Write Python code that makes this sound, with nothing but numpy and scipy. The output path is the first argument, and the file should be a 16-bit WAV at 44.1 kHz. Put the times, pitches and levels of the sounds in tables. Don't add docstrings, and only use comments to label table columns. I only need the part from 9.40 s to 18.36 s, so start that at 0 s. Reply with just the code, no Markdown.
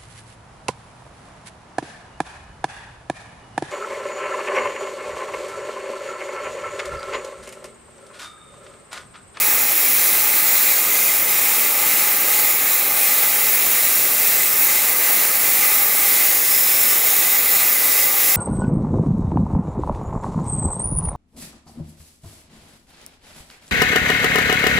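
import sys
import numpy as np
from scipy import signal
from scipy.io import wavfile
from scipy.ndimage import uniform_filter1d

SR = 44100
rng = np.random.default_rng(int(sys.argv[2]) if len(sys.argv) > 2 else 0)


def unload_wav(signal):
    wavfile.write(
        sys.argv[1],
        SR,
        np.round(np.clip(np.atleast_2d(signal).T, -1, 1) * 32767).astype(np.int16),
    )


def gain_from_db(level_db):
    decades = np.asarray(level_db, float) / 20
    return 10 ** decades


N = 395136

# (time [s], level [dB])
OPENING = [(0, 1.5), (.6, -1.4), (.85, 1), (1.7, -.5), (2.05, 0.8), (3.05, 1), (4.0, 0.5), (4.55, -1.5),
           (5.0, -0.6), (5.7, 0.5), (6.0, -0.8), (6.3, 2), (6.85, .7), (7.05, -2.5), (7.5, -0.5),
           (8.2, 1.3), (8.42, -0.3), (8.96, 1)]


def jet():
    region_edges_hz = (11500, 6500, 3000)
    # (time [s], level [dB], half length [s])
    slag_puff = (5.72, 3, 0.037)
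    frame, hop = 2048, 512
    hz = np.fft.rfftfreq(frame, 1 / SR)[:, None]
    t = np.arange(N // hop + 5) * hop / SR
    shape = (len(hz), len(t))

    treble = np.clip(hz / 9000, 0, 1)
    echo_db = (0.51 + 1.07 * treble) * patches(shape, 4, 28)
    slag_db = 0.66 * patches(shape, 24, 4)
    power = colour(hz, t) * gain_from_db(2 * (echo_db + slag_db))

    edges_hz = (15700, *region_edges_hz, 600)
    centres_hz, gains_db = [], []
    for top_hz, low_hz, strength_db in zip(edges_hz, edges_hz[1:], strengths(t)):
        band = ((hz >= low_hz) & (hz < top_hz))[:, 0]
        slow_power = uniform_filter1d(power[band].sum(0), size=10)
        gains_db.append(strength_db - 10 * np.log10(slow_power))
        centres_hz.append(np.sqrt(top_hz * low_hz) + (low_hz < 1000) * 1100)

    puff_s, puff_peak_db, puff_half_s = slag_puff
    puff_db = puff_peak_db * np.exp(-((t - puff_s) / puff_half_s) ** 2)
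    centres_hz.append(400)
    gains_db.append(uniform_filter1d(gains_db[-1], size=150) + puff_db)

    place = np.interp(hz, centres_hz[::-1], np.arange(5.)[::-1])
    gain_db = sum(np.clip(1 - abs(place - k), 0, 1) * g for k, g in enumerate(gains_db))
    real, imag = rng.standard_normal((len(t), len(hz), 2)).T
    spectra = (real + 1j * imag) * np.sqrt(power * 1.378) * gain_from_db(gain_db + 0.5)
    return signal.istft(spectra, nperseg=frame, noverlap=frame - hop)[1][:N]


def strengths(t):
    # (time [s], level [dB])
    gas_flow = [(0, -0.7), (.6, 1), (1.2, 0.5), (2.2, -1), (3.4, 0), (4.5, 0), (5.6, -1), (6.8, 1),
                (7.4, 0.3), (8.0, 0.4), (8.96, 0)]
    # (time [s], depth [dB], half length [s])
    slag_chokes = [(0.29, 2, 0.15), (0.85, 1.4, 0.09), (1.03, 1.4, 0.044), (1.45, 1.9, 0.076),
                   (1.84, 3.5, 0.064), (2.32, 1.9, 0.081), (2.78, 2.5, 0.097), (3.18, 3.5, 0.086),
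                   (3.475, 4, 0.1), (3.96, 1.5, 0.25), (4.23, 1, 0.07), (4.723, 2, 0.067),
                   (5.134, 2.5, 0.073), (5.55, 2.2, 0.063), (5.977, 2, 0.072), (6.48, 3, 0.1),
                   (6.98, 1.5, 0.071), (7.24, 0.5, 0.041), (7.61, 2.5, 0.04), (8.02, 2.1, 0.104),
                   (8.34, 1.9, 0.08), (8.72, 3.5, 0.056)]
    # (time [s], level [dB])
    arc_spurts = [(.51, -0.5), (.83, -.7), (1.27, .8), (1.43, -.6), (2.52, 0), (3.06, 1.2), (3.5, -.6),
                  (4.1, .7), (4.51, -0.5), (5.22, 2.5), (5.54, 0), (5.73, 2), (5.88, -1), (6.43, 1.5),
                  (7.02, -1.5), (7.44, 1), (7.86, -1.5), (8.74, -.7)]
    # (level [dB], travel [dB/s], share of flow [1], choke [1], spurt [1], opening [1])
    jet_layers = [
        (-17.5, 0.03, 1.0, 0.34, 1.0, 0.01),
        (-22.5, 0.11, 0.19, 0.86, .05, 0.01),
        (-28, 0.0451, .8, 0.92, .01, 0.01),
        (-26, -0.0225, .01, 0.69, .1, 0.67),
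    ]
    spurt_half_s = .05
    controls = [
        np.ones(len(t)),
        t,
        np.interp(t, *np.transpose(gas_flow)),
        -bumps(t, *np.transpose(slag_chokes)),
        bumps(t, *np.transpose(arc_spurts), spurt_half_s),
        np.interp(t, *np.transpose(OPENING)),
    ]
    return np.array(jet_layers) @ controls


def colour(hz, t):
    # (frequency [Hz], density [dB/Hz])
    jet_noise = [(25, -37.5), (60, -26.5), (150, -22), (300, -16.5), (500, -13.5), (1000, -17.5),
                 (3000, -16.5), (5000, -15.5), (8200, -15), (10500, -11.5), (12300, -9.5), (14100, -9),
                 (15700, -6.5)]
    # (frequency [Hz], width [Hz], level over jet noise [dB])
    air_rings = [(826, 84, 6.5), (1217, 186, 7.5), (2273, 110, 9.5), (2455, 170, 8.5), (583, 100, -6),
                 (1610, 300, 3), (1810, 74, 7.5), (2053, 174, 13.5), (2653, 290, 3), (3900, 540, 1),
                 (5570, 550, -2.5), (6430, 1000, -4.5), (7310, 1320, 3), (8830, 250, 0.5), (9500, 930, -2),
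                 (10920, 630, -0.5), (11370, 710, -3.5)]
    # (frequency [Hz], width [Hz], level over jet noise [dB])
    nozzle_rings = [
        (13450, 800, 2.2),
        (14850, 900, 4.5),
        (15450, 700, .6),
    ]
    # (time [s], level over jet noise [dB])
    slot_ring = [
        (0, -8),
        (3, -18),
        (5, -6),
        (6.9, -8),
        (7.15, 8),
        (7.45, 3),
        (7.8, -2),
        (8.96, -1),
    ]
    # (share of opening [1], travel [dB/s])
    gap_drive = [
        (2.5, 0.07),
        (0.95, -0.1),
        (.1, -0.3),
        (.1, -0.45),
    ]
    slot_hz, slot_width_hz = 5240, 520
    ring_sag_per_s, whistle_sag_per_s = 0.0023, 0.0052

    travel_s = t - t.mean()
    rings = air_rings + nozzle_rings
    waver_db = .5 * patches((len(rings), len(t)), 1, 20)
    waver_db[:4] += np.array(gap_drive) @ [np.interp(t, *np.transpose(OPENING)), travel_s]
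    sags_per_s = [ring_sag_per_s] * len(air_rings) + [whistle_sag_per_s, 0, 0]

    slot_db = np.interp(t, *np.transpose(slot_ring))
    lift = 1 + gain_from_db(2 * slot_db) * peak(hz, slot_hz, slot_width_hz)
    for (centre_hz, width_hz, ring_db), more_db, sag_per_s in zip(rings, waver_db, sags_per_s):
        moving_hz = centre_hz * (1 - sag_per_s * travel_s)
        lift = lift + gain_from_db(2 * (ring_db + more_db)) * peak(hz, moving_hz, width_hz)
    noise_hz, noise_db = np.transpose(jet_noise)
    return gain_from_db(2 * np.interp(np.log(hz + 1), np.log(noise_hz), noise_db)) * lift


def flutter(x, slow_db=0.35, fast_db=0.58, above_hz=11000):
    shakes = []
    for samples in (900, 120):
        smooth = uniform_filter1d(rng.standard_normal(N), samples)
        shakes.append(evened(uniform_filter1d(smooth, samples)))
    flicker_db = slow_db * shakes[0] + fast_db * shakes[1]
    body_db = .5 * flicker_db[::-1]
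    highpass = signal.butter(2, above_hz, "high", fs=SR, output="sos")
    top = signal.sosfiltfilt(highpass, x)
    return top * gain_from_db(flicker_db) + (x - top) * gain_from_db(body_db)


def peak(hz, centre_hz, width_hz):
    return 1 / (1 + (2 * (hz - centre_hz) / width_hz) ** 2) ** 2


def bumps(t, s, db, half_s):
    return (db * np.exp(-((t[:, None] - s) / half_s) ** 2)).sum(axis=1)


def patches(shape, bins, frames):
    field = rng.standard_normal(shape[::-1]).T
    for _ in range(2):
        field = uniform_filter1d(field, bins, 0)
        field = uniform_filter1d(field, frames, 1)
    return evened(field)


def evened(x):
    return x / np.sqrt(np.mean(x ** 2) + 1e-20)


def scene():
    return np.tile(flutter(jet()), (2, 1))


def fills():
    # (time [s], low edge [Hz], high edge [Hz])
    single_fills = [(0.084, 6890, 8290), (0.479, 6280, 8980), (0.572, 13760, 15230), (0.804, 12380, 13830),
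                    (0.897, 8950, 10380), (1.222, 8270, 12430), (1.803, 8930, 11050), (1.896, 5160, 6890),
                    (2.128, 6890, 9690), (2.592, 4630, 6310), (2.592, 11670, 13140), (2.755, 5680, 6920),
                    (3.219, 9620, 11070), (8.281, 7580, 9000), (4.264, 5660, 6940), (4.659, 13090, 14520),
                    (5.054, 8930, 10380), (5.889, 5680, 6920), (5.889, 11800, 13830), (6.122, 7580, 9000),
                    (8.42, 7580, 8980), (7.84, 5680, 6940), (7.84, 14420, 15890), (8.188, 7560, 9000),
                    (8.281, 13070, 14540), (8.513, 8240, 9690), (8.513, 14420, 15890), (8.629, 4220, 6920),
                    (8.792, 13070, 14540), (8.908, 11800, 14400)]
    lowest_fills_s = [.804, 1.083, 2.151, 2.755, 5.077, 6.586, 7.84]
    lowest_band_hz = (4220, 5200)
    low_fills_s = [3.684, 8.119, 8.513, 8.583, 8.908]
    low_band_hz = (4800, 6100)
    base_db, slope_db = -43.5, 1.34
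    half, grid = 1024, 652

    events = list(single_fills)
    events += [(s, *lowest_band_hz) for s in lowest_fills_s]
    events += [(s, *low_band_hz) for s in low_fills_s]
    bursts = np.zeros(N + 2 * half)
    window = signal.windows.kaiser_bessel_derived(2 * half, 4 * np.pi)
    place = np.arange(2 * half) + (half + 1) / 2
    lines = np.arange(half) + .5
    for s, low_hz, high_hz in events:
        width_db = 10 * np.log10((high_hz - low_hz) / 1e3)
        db = base_db + slope_db * (low_hz + high_hz) / 2500.0 + width_db
        noise = rng.standard_normal(half)
        used = (lines > low_hz * 2 * half / SR + 2) & (lines < high_hz * 2 * half / SR - 2)
        band = noise[used] @ np.cos(np.pi / half * np.outer(lines[used], place))
        start = grid + half * (round((s * SR - grid) / half) - 1)
        bursts[start:start + 2 * half] += gain_from_db(db + 1.0) * evened(band) * window
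    return bursts[:N]


def band_limit(x):
    return signal.sosfilt(signal.butter(12, 17040, fs=SR, output="sos"), x)


def record(dry):
    lowpass = signal.firwin(2047, 15745, window=("kaiser", 11), fs=SR)
    limited = signal.oaconvolve(dry, lowpass[None], "same", axes=1)
    mix = limited + np.outer([1, -1], fills())
    return band_limit(mix)


dry = scene()
out = record(dry)
unload_wav(out)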